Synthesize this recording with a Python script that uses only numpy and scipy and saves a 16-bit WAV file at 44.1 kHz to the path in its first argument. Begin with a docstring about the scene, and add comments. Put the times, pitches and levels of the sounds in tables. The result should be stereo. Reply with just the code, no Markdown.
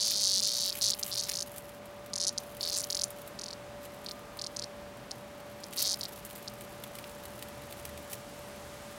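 """On a lawn, over soft air and a far machine's hum, a cat stirs the grass and paws at a cicada.
The insect protests at once in harsh buzzes: its tymbals, two ribbed drum skins, click as they buckle
in and again, higher, as they spring out. Paws scuff dry soil, stalks snap, and the buzzing breaks
into stutters and twitches. It flares again near 6 seconds and soon stops. The stalks go on
snapping while far leaves rustle and a distant engine swells and fades."""
import sys
import numpy as np
from scipy import signal
from scipy.fft import rfft, irfft, next_fast_len
from scipy.io import wavfile

SR = 44100
rng = np.random.default_rng(int(sys.argv[2]) if len(sys.argv) > 2 else 0)


def dump(signal):
    """Clip the signal to [-1, 1] and save it as 16-bit WAV at the path in sys.argv[1]."""
    limited = np.clip(np.atleast_2d(signal).T, -1, 1)
    pcm = np.round(limited * 32767).astype(np.int16)
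    wavfile.write(sys.argv[1], SR, pcm)


N = 396018


def from_db(db):
    return 10 ** (np.asarray(db) / 20)


def unit_level(x):
    return x / np.sqrt(np.mean(x ** 2) + 1e-20)


def in_time(rows):
    """Join a table's points with straight lines: one curve for each column after the time."""
    times, *columns = np.transpose(rows)
    return [np.interp(np.arange(N) / SR, times, column) for column in columns]


def add(out, s, sound):
    """Lay a short sound into the track at s seconds."""
    start = int(round(s * SR))
    skip = max(0, -start)
    part = sound[skip:max(skip, N - start)]
    out[start + skip:start + skip + len(part)] += part


def drift(rate_hz):
    """A smooth random wobble, about 1 in size."""
    memory = np.exp(-80 * np.pi * rate_hz / SR)
    noise = rng.standard_normal(N // 40 + 2002)   # one value every 40 samples
    slow = signal.lfilter([1], [1, -2 * memory, memory * memory], noise)[2000:]
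    return np.interp(np.arange(N) / 40, np.arange(len(slow)), unit_level(slow))


def clumps(rate_hz, depth_db):
    """A volume that swells and sinks at random, by at most depth_db."""
    return from_db(depth_db * np.tanh(drift(rate_hz)))


def coloured(x, spectrum):
    """Give a noise its balance of low and high pitches, at an average level of 1."""
    hz, level_db = np.transpose(spectrum)
    size = next_fast_len(N)
    bins = np.maximum(np.fft.rfftfreq(size, 1 / SR), 1)
    gain = from_db(np.interp(np.log(bins), np.log(hz), level_db))
    bass_cut = np.minimum(bins / hz[0], 1) ** 2
    return unit_level(irfft(rfft(x, size) * gain * bass_cut, size)[:N])


def band(x, low_hz, high_hz, order=2):
    """Keep the sound between two frequencies."""
    return signal.sosfilt(signal.butter(order, [low_hz, high_hz], "band", fs=SR, output="sos"), x + 1e-18)


def murmur(tones):
    """Noise ringing in narrow bands of pitch."""
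    return sum(from_db(db) * unit_level(band(rng.standard_normal(N), hz - width / 2, hz + width / 2))
               for hz, width, db in tones)


# The tone of the air and of the leaves. Each row: frequency in Hz, relative level in dB.
AIR_COLOUR = [(25, -26.5), (50, -9), (80, -10), (206, -8), (290, -10), (516, -11), (734, -10.5),
              (1230, -15), (1600, -17.5), (3000, -23), (6000, -30), (11900, -37), (16000, -39)]
LEAF_COLOUR = [(1500, 2), (3500, -2), (8000, -2.5), (11000, -5.5), (16000, -16)]
# The breeze. Each row: time in seconds, level of the air in dB, level of the leaves in dB.
BREEZE = [(0, -51.5, -88), (1.9, -50, -75), (3, -49, -62.5), (5.3, -49, -68), (6.5, -49, -62),
          (7.5, -48.5, -58.5), (8.98, -49, -54)]

def breeze():
    """Open air rushes softly while far leaves slowly grow louder."""
    air_db, leaves_db = in_time(BREEZE)
    air = from_db(air_db) * coloured(rng.standard_normal(N), AIR_COLOUR)
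    leaves = from_db(leaves_db) * coloured(rng.standard_normal(N), LEAF_COLOUR)
    return air + leaves


# The far machine's hum and its higher whine. Each row: time in seconds, relative level in dB.
HUM = [(0.0, -52.5), (3.15, -47.5), (3.35, -52), (3.8, -47), (4.2, -52.5), (4.83, -47.5), (5.05, -53),
       (5.43, -49.5), (6.35, -54), (6.55, -50), (8.98, -50)]
WHINE = [(0, -76), (.8, -76), (1.05, -66), (1.5, -80), (2, -70), (3.9, -76), (4.17, -62), (4.6, -78),
         (8.7, -71), (8.98, -64)]
# The neighbourhood's low drone. Each row: pitch in Hz, width in Hz, level in dB.
DRONE = [(120, 8.5, -63), (205.4, 18.2, -61.5)]

def machine(hum_hz=581.5, hum_db=-1.35, whine_hz=1209, whine_db=5.0, wander_hz=0.96):
    """Two slightly wavering tones fade in and out on the breeze, over a low drone."""
    def tone(hz, levels):
        phase = 2 * np.pi * np.cumsum(hz + wander_hz * drift(3.5)) / SR
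        return np.sqrt(2) * from_db(in_time(levels)[0]) * np.sin(phase)
    return from_db(hum_db) * tone(hum_hz, HUM) + from_db(whine_db) * tone(whine_hz, WHINE) + murmur(DRONE)


# How hard the cat stirs the grass. Each row: time in seconds, relative level in dB.
STIR = [(0, -47.5), (.35, -51.5), (.75, -48), (1.62, -59.5), (1.75, -71), (2.2, -74), (2.5, -63.5),
        (2.72, -47.5), (3.7, -86), (3.95, -61.5), (4.2, -72.5), (5.1, -74), (5.68, -67.5), (5.82, -40.5),
        (5.96, -56), (6.45, -59.5), (6.85, -64.5), (8.05, -65), (8.13, -51), (8.2, -69), (8.98, -74)]
# The tone of the grass. Each row: frequency in Hz, relative level in dB.
GRASS_COLOUR = [(1500, -8), (3000, 2.5), (5000, -1), (8000, -1), (11000, 5.5), (14000, 2.5), (16000, -1.5)]

def grass(level_db=5.0, ticks_per_s=3000, tick_spread_db=3.0):
    """Blades slip past each other in clumps of tiny ticks."""
    stir_db, = in_time(STIR)
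    sizes = from_db(tick_spread_db * np.minimum(rng.exponential(1, N), 4)) * rng.choice([-1, 1], N)
    ticks = sizes * (rng.random(N) < ticks_per_s / SR)
    return from_db(level_db + stir_db) * coloured(ticks * clumps(89, depth_db=13), GRASS_COLOUR)


# The tymbal's ring. Each row: multiple of the click's pitch, relative level in dB, cycles to its peak.
TYMBAL_RING = [(1.004, 1, 1.34), (1.031, -24, 5.4)]
# The belly's ring. Each row: pitch in Hz, relative level in dB, cycles to its peak.
BELLY_RING = [(4400, -22, 5.0), (6250, -21, 3.5)]
# The stiff ribs' crack. One row like the belly's, with its level for a click at USUAL_PITCH_HZ.
RIB_CRACK = (8900, -5, 1.38)
USUAL_PITCH_HZ = 5590

def tymbal_click(hz, rib_db_per_octave=19.0, pitch_spread=.015, spread_db=.5):
    """One snap of the ribbed skin: each ringing tone swells within a few cycles and dies away."""
    t = np.arange(SR // 100) / SR
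    rib_hz, rib_db, rib_cycles = RIB_CRACK
    rib_db += rib_db_per_octave * np.log2(hz / USUAL_PITCH_HZ)   # a tighter skin cracks harder
    skin = [(ratio * hz, db, cycles) for ratio, db, cycles in TYMBAL_RING]
    tones = skin + BELLY_RING + [(rib_hz, rib_db, rib_cycles)]
    tone_hz, db, cycles = np.transpose(tones)[:, :, None]
    tone_hz = tone_hz * (1 + pitch_spread * rng.standard_normal(tone_hz.shape))
    strength = from_db(db + rng.normal(0, spread_db, db.shape))
    age = t * tone_hz / cycles   # 1 at the peak
    swell = (age * np.exp(1 - age)) ** 2
    return np.sum(strength * swell * np.sin(2 * np.pi * tone_hz * t), axis=0)


# Quick buzzes and slow stutters. Each row: start and end in seconds, strokes per second, relative level
# in dB, swell over the run in dB, pitch in Hz, dB of the in-click compared with the out-click.
RUNS = [(0.0068, 0.107, 111, -15.5, 0, 5700, -2.5), (0.115, 0.2397, 108, -16.5, 2.5, 5600, -1.5),
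        (0.246, 0.4032, 94, -13.5, -0.5, 5580, -2), (0.426, 0.493, 108, -15, -1.5, 5600, -2.5),
        (0.5, 0.6233, 121, -19.5, 2, 5620, -1), (0.6302, 0.7045, 93, -19, -2, 5340, 0),
        (0.8188, 0.8953, 105, -14, -1.5, 5700, -1.5), (0.9065, 0.9385, 62, -16, -4, 5600, 1),
        (1.1188, 1.141, 88, -21, 2.5, 5300, 0), (1.174, 1.2106, 120, -18, 0.5, 5740, -1.5),
        (1.229, 1.2404, 85, -22.5, 5, 5950, 2), (1.246, 1.285, 98, -30, -6, 5300, -1.5),
        (1.298, 1.318, 53, -18.5, -2, 6250, -1), (1.3407, 1.427, 58, -18.5, 3, 6440, 0),
        (2.139, 2.184, 44, -18, -1, 5900, -1.5), (2.2045, 2.2512, 85, -16, 2, 5800, -3),
        (2.273, 2.2919, 87, -13.5, -1, 5870, -5.5), (2.613, 2.6342, 47, -20, 2.5, 5353, 3),
        (2.643, 2.7035, 85, -24.5, 3, 5400, 5.5), (2.721, 2.769, 108, -18.5, 2, 5930, -2.5),
        (2.7767, 2.817, 95, -19, -2, 7060, -5.5), (2.907, 2.9739, 45, -17.5, 0, 5505, -1),
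        (2.9962, 3.0407, 45, -14, 5, 5830, -5), (3.3943, 3.534, 43, -26.5, -2, 5340, -1.5),
        (4.0674, 4.116, 41, -26, 1, 5110, 2.5), (4.3947, 4.4698, 40, -21.5, 1, 5320, -2.5),
        (4.568, 4.6234, 36, -20, 0.5, 5400, -5.5), (5.781, 5.8384, 110, -18.5, -2, 5620, -2),
        (5.849, 5.8774, 112, -17, 1, 5480, -1.5), (5.888, 5.93, 96, -17, 1.5, 5920, -1.5),
        (6.0153, 6.058, 45, -24, 0.5, 5036, 2)]
# Lone strokes. Each row: start in seconds, relative level in dB, pitch in Hz.
TWITCHES = [(0.727, -20.5, 4900), (1.0339, -14, 5710), (1.1573, -18.5, 5270), (2.3827, -13.5, 5660),
            (2.8418, -19.5, 5830), (4.6422, -21.5, 5240), (5.1154, -20.5, 5400), (5.6407, -25, 5390),
            (5.9427, -16, 5200), (6.4819, -22, 5140)]

def strokes(twitch_in_db=-4.5, buzz_above_per_s=90, octaves_per_db=0.068,
            lopsided_db=2.5, lopsided_octaves=0.041, limp_s=.0002,
            jitter_s=.00012, spread_db=.45, spread_octaves=.013, stutter_unevenness=3):
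    """List every stroke. In a buzz the two unequal tymbals take turns (side +1, -1); else side is 0."""
    rows = [(s, db, hz, twitch_in_db, 0) for s, db, hz in TWITCHES]
    for first, last, rate, db, swell_db, hz, in_db in RUNS:
        buzzing = rate > buzz_above_per_s
        for k, along in enumerate(np.linspace(0, 1, round((last - first) * rate) + 1)):
            side = buzzing * (-1) ** k
            late, louder, higher = rng.standard_normal(3) * (1 if buzzing else stutter_unevenness)
            s = first + along * (last - first) + limp_s * side + jitter_s * late
            effort_db = swell_db * (along - .5) + spread_db * louder
            # a harder pull tightens the skin and raises its pitch
            octaves = octaves_per_db * effort_db + spread_octaves * higher - lopsided_octaves * side
            weaker_db = lopsided_db * side / 2
            rows.append((s, db + effort_db - weaker_db, hz * 2 ** octaves, in_db - weaker_db, side))
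    return rows


# The main echo shifts as the insect is pushed about. Each row: time in seconds, delay in seconds.
ECHO_DELAY = [(0, .0018), (.56, 0.00134), (.72, .0013), (.82, 0.0019), (1.4, 0.0011), (2.2, 0.0014),
              (2.66, .0011), (2.8, .00135), (4.05, 0.001336), (4.4, .002), (5.2, 0.0016)]

def cicada(level_db=-1.5, rise_s=.00025, buzz_lead_s=.0058, lopsided_s=.0005, lone_lead_s=.0044,
           buzz_in_hz=4380, lone_in_hz=4560, echo_db=-9.0, soil_db=-18, soil_s=0.000447):
    """Each stroke clicks in, then out, with dull echoes from the cat and the soil."""
    clicks = np.zeros(N)
    for s, db, hz, in_db, side in strokes():
        lead_s = buzz_lead_s + lopsided_s * side if side else lone_lead_s
        follow = (hz / USUAL_PITCH_HZ) ** .7   # the in-click partly follows the out-click's pitch
        in_hz = (buzz_in_hz if side else lone_in_hz) * follow
        add(clicks, s - rise_s - lead_s, from_db(db + in_db) * tymbal_click(in_hz))
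        add(clicks, s - rise_s, from_db(db) * tymbal_click(hz))
    samples = np.arange(N)
    dull = band(clicks, 3200, 7500)
    main_echo = np.interp(samples - SR * in_time(ECHO_DELAY)[0], samples, dull)
    soil_echo = np.interp(samples - SR * soil_s * (1 + 0.091 * drift(9)), samples, dull)
    sound = clicks + from_db(echo_db) * main_echo + from_db(soil_db) * soil_echo
    return from_db(level_db) * band(sound, 3200, 11800, order=4)   # so small a body gives off little bass


def crumbs(per_s=6, above_stir_db=28, max_db=-34, knock_db=-12.5):
    """List small random breaks for snaps() to play, louder when the grass is stirred harder."""
    times = rng.uniform(0, N / SR, round(per_s * N / SR))
    levels = np.minimum(np.interp(times, *np.transpose(STIR)) + above_stir_db, max_db)
    return [(s, db, db + knock_db) for s, db in zip(times, levels)]


# Paws on the soil. Each row: loudest moment in seconds, length in seconds, level in dB.
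SCUFFS = [(0.745, 0.049, -40), (.79, 0.032, -51), (1.05, 0.018, -41), (1.3, 0.092, -41), (3.849, .03, -53),
          (5.73, 0.015, -40), (8.125, .04, -63)]
# The tone of the soil. Each row: frequency in Hz, relative level in dB.
SOIL_COLOUR = [(400, -31), (1200, -8), (2500, -1), (4000, -2.5), (8000, -5.5), (15000, -6)]

def scuffs():
    """A paw drags briefly through gritty soil."""
    t = np.arange(N) / SR
    push = sum(from_db(db) * np.exp(-np.minimum((2 * (t - s) / length) ** 2, 20))
               for s, length, db in SCUFFS)
    grit = rng.standard_normal(N) * clumps(210, depth_db=12)
    return push * coloured(grit, SOIL_COLOUR)


# The loudest stalks breaking. Each row: start in seconds, relative levels of crack and knock in dB.
SNAPS = [(0.994, -24, -50), (1.064, -25, -42), (1.517, -36, -53), (1.5815, -28.5, -46),
         (1.8552, -38.5, -54), (2.0612, -39, -47), (2.4346, -40, -52), (3.1048, -30, -51),
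         (3.2176, -37, -52), (3.276, -32, -46), (3.8521, -36, -45.5), (4.371, -34, -50), (5.768, -24, -46),
         (5.8242, -14, -49), (5.9883, -36, -53), (6.2502, -28, -53), (6.3584, -32, -43),
         (6.8376, -31, -35.5), (6.9528, -32, -44.5), (6.9862, -32.5, -39), (7.041, -43, -39.5),
         (7.254, -32.5, -43.5), (7.425, -29, -40), (7.7248, -32, -40), (7.8526, -27.5, -39),
         (7.9753, -33, -44), (8.1317, -23.5, -39)]

def snaps(crack_db=-4.5, crack_s=.0015, wood_db=8.5, wood_s=0.0036, crumble_db=-2.5, crumble_s=0.0083):
    """A stalk breaks with a bright, splintering crack, a woody knock and a short crumbling after it."""
    cracks, knocks = np.zeros((2, N))
    t = np.arange(SR // 20) / SR
    for s, high_db, low_db in list(SNAPS) + crumbs():
        high, low = rng.standard_normal((2, len(t)))
        fibres = 2 * np.sign(high) * (np.abs(high) > 1.5)   # only the noise's peaks become ticks
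        fade = np.exp(-t / crack_s) + from_db(crumble_db) * np.exp(-t / crumble_s)
        add(cracks, s, from_db(high_db + crack_db) * fibres * fade)
        add(knocks, s, from_db(low_db + wood_db) * low * np.exp(-t / wood_s))
    return band(cracks, 7500, 15180) + band(knocks, 1900, 4500)


# The far engine's loudness. Each row: time in seconds, level in dB.
ENGINE_LEVEL = [(0, -80), (6.9, -76), (7.4, -57), (7.75, -54.5), (8.1, -57.5), (8.6, -61), (8.98, -65)]
# Its deep tones. Each row: pitch in Hz, width in Hz, relative level in dB.
ENGINE_TONES = [(77, 4.7, 0), (140, 10, -6)]

def engine():
    """A distant engine's rumble swells and fades near the end."""
    return from_db(in_time(ENGINE_LEVEL)[0]) * murmur(ENGINE_TONES)


def garden(x, near_db=-18, near_s=0.0075, far_db=-22.0, far_s=0.032):
    """Add quick echoes from the plants close by and a faint tail from farther away."""
    t = np.arange(SR // 4) / SR
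    echoes = np.zeros(len(t))
    for db, fade_s in (near_db, near_s), (far_db, far_s):
        tail = rng.standard_normal(len(t)) * np.exp(-t / fade_s) * (t > .001)
        echoes += from_db(db) * tail / np.linalg.norm(tail)
    return x + signal.fftconvolve(x, echoes)[:N]


def scene():
    """Close sounds with their echoes, over the far ones; the same in both ears."""
    mono = breeze() + machine() + garden(grass() + cicada() + scuffs() + snaps()) + engine()
    return np.array([mono, mono])


def record(dry, cutoff_hz=15800):
    """The highest treble is cut steeply."""
    return signal.sosfilt(signal.ellip(10, .1, 80, cutoff_hz, fs=SR, output="sos"), dry)


dry = scene()
out = record(dry)
dump(out)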